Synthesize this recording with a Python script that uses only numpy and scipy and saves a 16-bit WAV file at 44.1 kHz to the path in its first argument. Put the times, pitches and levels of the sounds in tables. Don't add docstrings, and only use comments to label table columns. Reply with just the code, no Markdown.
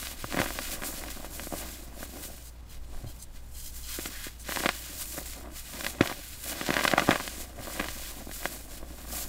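import sys
import numpy as np
from scipy import signal
from scipy.fft import rfft, irfft
from scipy.io import wavfile

SR = 44100
rng = np.random.default_rng(int(sys.argv[2]) if len(sys.argv) > 2 else 0)


def wrap_up_sound(samples):
    columns = np.atleast_2d(samples).T
    tamed = np.clip(columns, -1, 1)
    steps = np.round(tamed * 32767).astype(np.int16)
    wavfile.write(sys.argv[1], SR, steps)


N = 409248


def from_db(db):
    return 10 ** (np.asarray(db) / 20)


def rms_one(x):
    return x / np.sqrt(np.mean(x ** 2) + 1e-20)


def drift(rate):
    step = 40
    r = np.exp(-2 * np.pi * rate * step / SR)
    noise = rng.standard_normal(N // step + 2002)
    slow = signal.lfilter([1], [1, -2 * r, r * r], noise)[2000:]
    return np.interp(np.arange(N) / step, np.arange(len(slow)), rms_one(slow))


def coloured(x, spectrum):
    hz, db = np.transpose(spectrum)
    log_hz = np.log(np.fft.rfftfreq(N, 1 / SR) + 1)
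    gain = from_db(np.interp(log_hz, np.log(hz), db))
    return rms_one(irfft(rfft(x) * gain, N))


def band(x, low_hz, high_hz):
    return rms_one(signal.sosfilt(signal.butter(2, [low_hz, high_hz], "band", fs=SR, output="sos"), x))


def resonance(x, hz, width_hz):
    r, w = np.exp(-np.pi * width_hz / SR), 2 * np.pi * hz / SR
    return signal.lfilter(np.array([1, 0, -1]) * (1 - r * r) / 2, [1, -2 * r * np.cos(w), r * r], x)


def grains(per_s, spread_db):
    sizes = from_db(spread_db * np.minimum(rng.exponential(1, N), 5)) * rng.choice([-1, 1], N)
    return sizes * (rng.random(N) < per_s / SR)


def dip(hz, cycles):
    turns = np.arange(int(6 * SR / hz)) * hz / SR
    shape = -np.sin(2 * np.pi * turns) * turns * from_db(-60 * turns / cycles)
    return shape / np.max(np.abs(shape))


def swings(rows, hz, cycles):
    clicks = np.zeros(N)
    start, peak_db = np.transpose(rows)
    clicks[(start * SR).astype(int)] = from_db(peak_db)
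    return signal.fftconvolve(clicks, dip(hz, cycles))[:N]


def gestures(start, length, level_db, swell_db, rise, fall, rest_db, tail_db=-100, fade=0):
    t = np.arange(0, N / SR + .002, .002)[:, None]
    since_end = np.maximum(t - start - length, 0)
    swell = swell_db * np.clip((t - start) / (length + .001), 0, 1)
    before = -rise * np.maximum(start - t, 0)
    after = np.maximum(-fall * since_end, tail_db - fade * since_end)
    power = np.sum(from_db(level_db + swell + before + after) ** 2, axis=1)
    power += from_db(rest_db) ** 2
    return np.interp(np.arange(N) / SR, t[:, 0], 10 * np.log10(power))


# f/Hz, level/dB per Hz (only the shape counts)
ROOM_SPECTRUM = [(44, -63.5), (80, -0.5), (350, -21), (629, -19.5), (984, -22), (1260, -25.5), (15800, -52)]


def room_noise():
    level_db = -55.5
    return from_db(level_db) * coloured(rng.standard_normal(N), ROOM_SPECTRUM)


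# t/s, level/dB
RUMBLE_LEVEL = [(0.0, -45.5), (0.36, -40.5), (2.64, -54), (2.79, -39.5), (3.26, -42), (4.5, -50.5),
                (9.28, -45)]


def rumble():
    t, level_db = np.transpose(RUMBLE_LEVEL)
    level_db = np.interp(np.arange(N) / SR, t, level_db)
    return from_db(level_db) * band(rng.standard_normal(N + SR), 7.0, 24.9)[SR:]


def hum():
    centre_hz, width_hz, level_db = 57.7, 3.9, -47.5
    narrow = rms_one(resonance(rng.standard_normal(N + SR), centre_hz, width_hz)[SR:])
    pitch_hz = centre_hz + 2.343 * drift(2.887)
    tone = np.sin(2 * np.pi * np.cumsum(pitch_hz) / SR)
    return from_db(level_db) * rms_one(narrow + 3.5 * tone)


def background():
    return hum() + rumble() + room_noise()


# t/s at the start, level/dB at the peak
TABLE_BUMPS = [(0.239, -33.5), (.397, -27.5), (3.035, -33.5), (3.062, -35), (6.006, -24), (7.087, -24),
               (7.592, -37), (7.88, -39)]


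def bumps():
    return swings(TABLE_BUMPS, hz=110.4, cycles=4.8)


# delay t/s, gain (negative: the soft powder bed inverts it), top f/Hz
SURFACES = [(.00217, -0.35, 2200), (.0045, -.15, 2000)]


def near_echoes(x):
    out = x.copy()
    for delay_s, gain, top_hz in SURFACES:
        late = np.interp(np.arange(N) - delay_s * SR, np.arange(N), x)
        out += gain * signal.lfilter(*signal.butter(1, top_hz, fs=SR), late)
    return out


# f/Hz, level/dB per Hz (only the shape counts)
POWDER_SPECTRUM = [(2000, -32), (3500, -15), (4200, -8), (6300, -5), (7200, -1), (9000, -3), (10500, -4),
                   (15800, -2)]


def fine_hiss(rubbing):
    return coloured(rubbing, POWDER_SPECTRUM)


# t/s at the start, length t/s, scrape level/dB,
# ring level/dB over the scrape, best excited pitch f/Hz
FINGER_SLIDES = [(2.455, 0.037, -50.5, -6, 6800), (2.7, 0.033, -51.5, -6, 4030),
                 (3.074, 0.047, -62, 4, 4200), (3.201, 0.025, -56, 1, 8240), (3.226, 0.01, -48.5, 1, 8300),
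                 (3.55, 0.15, -58.5, 4.5, 4200), (3.838, 0.122, -49.5, 1.5, 4240),
                 (4.142, 0.14, -52, 8, 1640), (4.4, 0.029, -51, -3, 8700)]
# f/Hz, width f/Hz, relative level/dB
BLOCK_MODES = [(1700, 350, 0), (3200, 110, 2), (4150, 120, 0), (4880, 130, -1), (6230, 200, 0),
               (7500, 600, -3), (8400, 220, 0), (9800, 240, 0)]


def stroked_block():
    start, length, scrape_db, ring_db, best_hz = np.transpose(FINGER_SLIDES)
    edges = 1196, 1196
    rubbing = grains(9000, spread_db=2.5)
    out = fine_hiss(rubbing) * from_db(gestures(start, length, scrape_db, 0, *edges, -120))
    for hz, width_hz, mode_db in BLOCK_MODES:
        held_db = scrape_db + ring_db + mode_db - 10 * np.log2(hz / best_hz) ** 2
        sliding_db = gestures(start, length, held_db, 0, *edges, -120)
        ring = rms_one(resonance(rubbing, hz, width_hz))
        out += ring * from_db(sliding_db + 1.5 * drift(12)) / 2
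    return out


def slips(per_s, fade_s):
    jolts = np.minimum(rng.exponential(1, N), 2) * (rng.random(N) < per_s / SR)
    dying = signal.lfilter([1], [1, -np.exp(-1 / (fade_s * SR))], jolts)
    return rms_one(dying - dying.mean())


def patchy_hiss():
    fine = fine_hiss(grains(8000, spread_db=1.56))
    patches = np.zeros(N)
    for hz in np.geomspace(3200, 14500, 10):
        patches += resonance(fine, hz, width_hz=0.36 * hz) * from_db(3.0 * drift(6))
    return rms_one(fine + from_db(3.0) * rms_one(patches))


# t/s at the start, length t/s, hiss level/dB,
# swell over the stroke level/dB, coarse rubbing level/dB over the hiss
RUB_STROKES = [(0.0, 0.12, -39.5, -3, -2), (0.189, 0.25, -49, 9, -1.5), (0.474, 0.27, -42, 4, -3),
               (0.865, 0.08, -35.5, -8.5, -11), (0.95, 0.31, -44, -5.5, -4.5),
               (1.339, 0.19, -41.5, -4.5, -9), (1.53, 0.22, -49, 3.5, -3.2), (1.54, 0.045, -46, 6.5, -11),
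               (1.773, 0.069, -57, 7.5, -7.5), (1.94, 0.1, -56.5, 14.5, -5.5), (2, 0.26, -56, 12, -7),
               (2.262, 0.22, -49, -4, -6.0), (2.723, 0.053, -55, -7.3, -0.5),
               (2.827, 0.2, -61.5, 5.5, -3.2), (3.076, 0.031, -53.5, 4, -7), (3.362, 0.007, -54.5, 0, -2),
               (3.427, 0.15, -64.5, 10, -22), (3.57, 0.11, -45, -1.5, -13.5), (3.764, 0.13, -43, -15, -10),
               (3.893, 0.18, -40.5, -1.5, -4), (4.118, 0.15, -48, 4, -2), (4.497, 0.49, -36.5, -12, -1.3),
               (4.817, 0.21, -49, 9.5, -6.5), (5.091, 0.093, -42, 4, -8.5), (5.196, 0.13, -49.5, 7, -5),
               (5.57, 0.026, -42, -0.5, -5), (5.664, 0.24, -45, 3, -5), (6.037, 0.021, -46, 5.5, 0.5),
               (6.125, 0.23, -46, -1.5, -3.5), (6.377, 0.14, -47.5, 12, -6), (6.574, 0.34, -43, 4.2, 1.5),
               (6.984, 0.29, -41.5, 0, -0.5), (7.296, 0.12, -45, 2.5, -5), (7.626, 0.48, -44.5, 4, -4),
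               (8.176, 0.13, -46.5, -6.5, -6.5), (8.321, 0.15, -44.5, 3, -5.5),
               (8.528, 0.13, -41.5, -10.5, -7.5), (8.716, 0.033, -47.5, 0, -6.5), (8.877, 0.16, -55, 6, -5),
               (9.09, 0.14, -43.5, 8, -8.5)]


def powder(shower_db):
    start, length, level_db, swell_db, rough_db = np.transpose(RUB_STROKES)
    rise, fall, still_db = 289, 270, -68
    trickle_db, trickle_fade = -7.5, 75
    shape = rise, fall, still_db, trickle_db, trickle_fade
    hiss_db = gestures(start, length, level_db, swell_db, *shape)
    coarse_db = gestures(start, length, level_db + rough_db, swell_db, *shape)
    grit_in_shower_db = -7
    coarse = band(grains(3000, spread_db=0.5), 1240, 5370) * from_db(1.0 * drift(14))
    coarse *= np.hypot(from_db(coarse_db), from_db(shower_db + grit_in_shower_db))
    flutter_db = 0.75 * drift(58) + 1.25 * slips(per_s=25, fade_s=0.022)
    return (patchy_hiss() * from_db(hiss_db) + coarse + stroked_block()) * from_db(flutter_db)


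def shower():
    below_peak_db, t60_s = -26.5, 0.069
    start, peak_db = np.transpose([row[:2] for row in LUMP_CRACKS])
    return gestures(start + 0.0025, 0, peak_db + below_peak_db, 0, 5000, 60 / t60_s, -120)


# t/s at the start, length t/s, crumbling level/dB
FIST_SQUEEZES = [(0, 0.16, -50.5), (0.373, 0.073, -36), (0.563, 0.33, -44.5), (0.824, 0.29, -45),
                 (1.07, 0.2, -47), (1.33, 0.14, -49), (1.545, 0.084, -43.5), (1.71, 0.26, -51.5),
                 (2.018, 0.021, -45.5), (2.137, 0.2, -48.5), (2.936, 0.13, -52), (4.01, 0.067, -50),
                 (4.608, 0.054, -37.5), (4.81, 0.21, -52.5), (5.17, 0.042, -47), (5.39, 0.11, -47),
                 (5.738, 0.25, -46), (6.045, 0.017, -35.5), (6.502, 0.18, -42.5), (6.72, 0.3, -37),
                 (7.13, 0.0083, -33.5), (7.352, 0.1, -47), (7.603, 0.095, -42.5), (7.77, 0.065, -38.0),
                 (7.87, 0.36, -48), (8.414, 0.072, -45), (8.544, 0.48, -51), (9.065, 0.3, -45)]


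def crumbling(shower_db):
    rise, fall, idle_db = 170, 140, -72
    squeezing_db = gestures(*np.transpose(FIST_SQUEEZES), 0, rise, fall, idle_db)
    return 10 * np.log10(from_db(squeezing_db) ** 2 + from_db(shower_db) ** 2)


def crumbs(crumbling_db):
    clicks = np.abs(grains(800 * from_db(4.5 * drift(25)), spread_db=2.2))
    pitches_hz, dealt = np.geomspace(220, 3500, 10), rng.integers(0, 10, N)
    slope = 0.22 + 0.058 * (crumbling_db + 49)
    out = np.zeros(N)
    for k, hz in enumerate(pitches_hz):
        breaks = signal.fftconvolve(clicks * (dealt == k), dip(hz, cycles=2.3))[:N]
        out += breaks * (hz / 600) ** slope * from_db(-4 * (hz / 2000) ** 2)
    return from_db(crumbling_db) * rms_one(out)


# t/s at the start, level/dB of the dull swing before the bass cut
BLOCK_SNAPS = [(3.9882, -24), (4.2675, -32), (6.0084, -7)]


def snaps():
    dull = swings(BLOCK_SNAPS, hz=370, cycles=2.2)
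    edge = swings(BLOCK_SNAPS, hz=1500, cycles=2.2)
    return -dull - from_db(-3) * edge


# f/Hz, width f/Hz, level/dB
HOLLOWS = [(300, 110, -11), (566, 68, -5.5), (685, 110, -10), (1780, 420, -10)]


def with_hollows(x):
    return x + sum(from_db(db) * resonance(x, hz, width_hz) for hz, width_hz, db in HOLLOWS)


# t/s at the deepest point, peak level/dB before bass cut and hollows, base pitch f/Hz,
# and for big lumps the thump level/dB over the crack
LUMP_CRACKS = [(0.0295, -23.5, 1740), (0.0708, -19, 2700), (0.243, -20.5, 1000, -10), (0.3248, -17, 1800),
               (0.336, -25, 1300, -5), (0.3444, -18, 1350, -1), (0.3669, -21, 1650),
               (0.3722, -16, 1050, -2), (0.3903, -10.5, 1150), (0.401, -16.5, 990, 0), (0.4167, -10, 1370),
               (0.4407, -24, 1130), (0.4592, -22.5, 820, -11), (0.4624, -21, 1300), (0.4751, -25, 1900),
               (0.4873, -25, 1360), (0.5058, -19.5, 1130), (0.589, -14, 1530), (0.6208, -26, 1760),
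               (0.8208, -22.5, 1520, -8), (0.836, -17.5, 1400), (1.038, -23.5, 1060), (1.0839, -27, 1720),
               (1.246, -26.5, 670), (1.3964, -19, 1750), (1.4705, -29.5, 1100, 0), (1.5251, -27.5, 600, 3),
               (1.5378, -27.5, 520, 3), (2.0292, -27, 810, -9), (2.9472, -36, 800),
               (3.044, -49.5, 525, 15.5), (3.9962, -24, 2080), (4.0575, -20, 1800, -8), (4.0605, -19, 2900),
               (4.4871, -24, 1770), (4.492, -19.5, 950, -10), (4.5106, -23, 1800), (4.5224, -16.5, 1380),
               (4.561, -13.5, 2040), (4.572, -14.5, 960), (4.6053, -19.5, 1250, -11), (4.6373, -16.5, 820),
               (4.659, -9, 1440, -10), (4.6632, -10.5, 1520), (4.665, -14, 1700), (4.6906, -5, 1780),
               (5.1791, -25, 950, -3), (5.1862, -24, 1020, -10), (5.7362, -25, 2190), (5.809, -18.5, 2010),
               (5.837, -25, 1700), (5.846, -14, 2390), (5.8655, -11.5, 1960), (6.0111, -6, 1700),
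               (6.0242, -20, 1490, -5), (6.06, -22, 1500), (6.074, -15, 3200), (6.098, -20, 940),
               (6.1078, -26, 1400), (6.1148, -22, 770), (6.1252, -22, 1600), (6.5278, -24, 2140),
               (6.613, -15, 1560, -8), (6.6646, -15, 2900), (6.6822, -16, 2460), (6.69, -19, 855, 4),
               (6.7052, -8.5, 1260, -6.5), (6.7335, -20, 2200), (6.7408, -10, 2130), (6.7673, -7, 1360),
               (6.7795, -19, 1500), (6.7912, -12, 1400), (6.7955, -15, 1400), (6.81, -13, 1390),
               (6.8181, -20, 2000), (6.8354, -17, 1390), (6.8405, -15, 3500), (6.843, -14, 3140),
               (6.8519, -5, 1160), (6.8775, -10, 1700), (6.8795, -6, 1980), (6.9145, -10, 2300),
               (6.9276, -18, 1090), (6.9362, -9.5, 910, -4), (6.9772, -15, 1300), (6.98, -4.5, 1100),
               (6.9958, -7, 1560), (7.0026, -15, 1800), (7.0207, -17, 1220, -4), (7.0772, -19, 875),
               (7.084, -16, 870), (7.0907, -5.5, 754, -2), (7.1086, -4.5, 1980), (7.1143, -8, 1110),
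               (7.1285, -15, 1300, -9), (7.1582, -12, 1120), (7.1998, -18, 1310), (7.2073, -22, 1160),
               (7.278, -16.5, 1860), (7.672, -27, 736, -9), (7.7973, -15, 1490),
               (7.8009, -13.5, 1440, -8.5), (7.8111, -17, 1370, -8), (7.8432, -20, 1460),
               (7.8855, -18, 2030), (8.271, -36, 500, 3), (8.2934, -36, 600, 3), (8.314, -26, 1570),
               (8.4309, -26, 1290), (8.4558, -10, 1260), (8.829, -34, 600, 0)]


def cracks():
    break_up_t60_s, thump_hz = 0.017, 360
    out = np.zeros(N + SR)
    chance = rng.random((len(LUMP_CRACKS), 3, 8))
    grit = band(rng.standard_normal(N + SR), 2200, 10200)
    t = np.arange(int(break_up_t60_s * SR)) / SR
    for (deepest_s, peak_db, hz, *thump), (lag, octave, size) in zip(LUMP_CRACKS, chance):
        # delay in s, pitch in Hz, level in dB, cycles until damped
        breaks = [(0, 1.183 * hz, peak_db, 1.26)]
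        breaks += [(0, thump_hz, peak_db + over_db, 0.98) for over_db in thump]
        lag_s = 0.00052 + 0.012 * lag ** 1.614
        later_hz = hz * 2 ** (1.7 * octave - .45)
        later_db = peak_db - 5 - 10 * size - 60 * lag_s / break_up_t60_s
        breaks += zip(lag_s, later_hz, later_db, 2.5 + 2.0 * size)
        start = int((deepest_s - 0.15 / hz) * SR)
        for after_s, break_hz, level_db, cycles in breaks:
            shape, at = dip(break_hz, cycles), start + int(after_s * SR)
            out[at:at + len(shape)] += from_db(level_db) * shape
        grit_db = peak_db - 24 + 5 * np.log2(hz / 1500)
        span = slice(start, start + len(t))
        out[span] += from_db(grit_db - 60 * t / break_up_t60_s) * grit[span]
    return out[:N]


def scene():
    shower_db = shower()
    breaking = cracks() + crumbs(crumbling(shower_db)) + snaps()
    breaking = signal.lfilter(*signal.butter(3, 150, "high", fs=SR), breaking)
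    close_sounds = near_echoes(with_hollows(breaking) + powder(shower_db))
    return np.tile(close_sounds + bumps() + background(), (2, 1))


def record(dry):
    ceiling, cutoff_hz = .63, 16000
    rounded = dry / (1 + (dry / ceiling) ** 4) ** .25
    return signal.sosfilt(signal.cheby2(24, 65, cutoff_hz, fs=SR, output="sos"), rounded)


dry = scene()
out = record(dry)
wrap_up_sound(out)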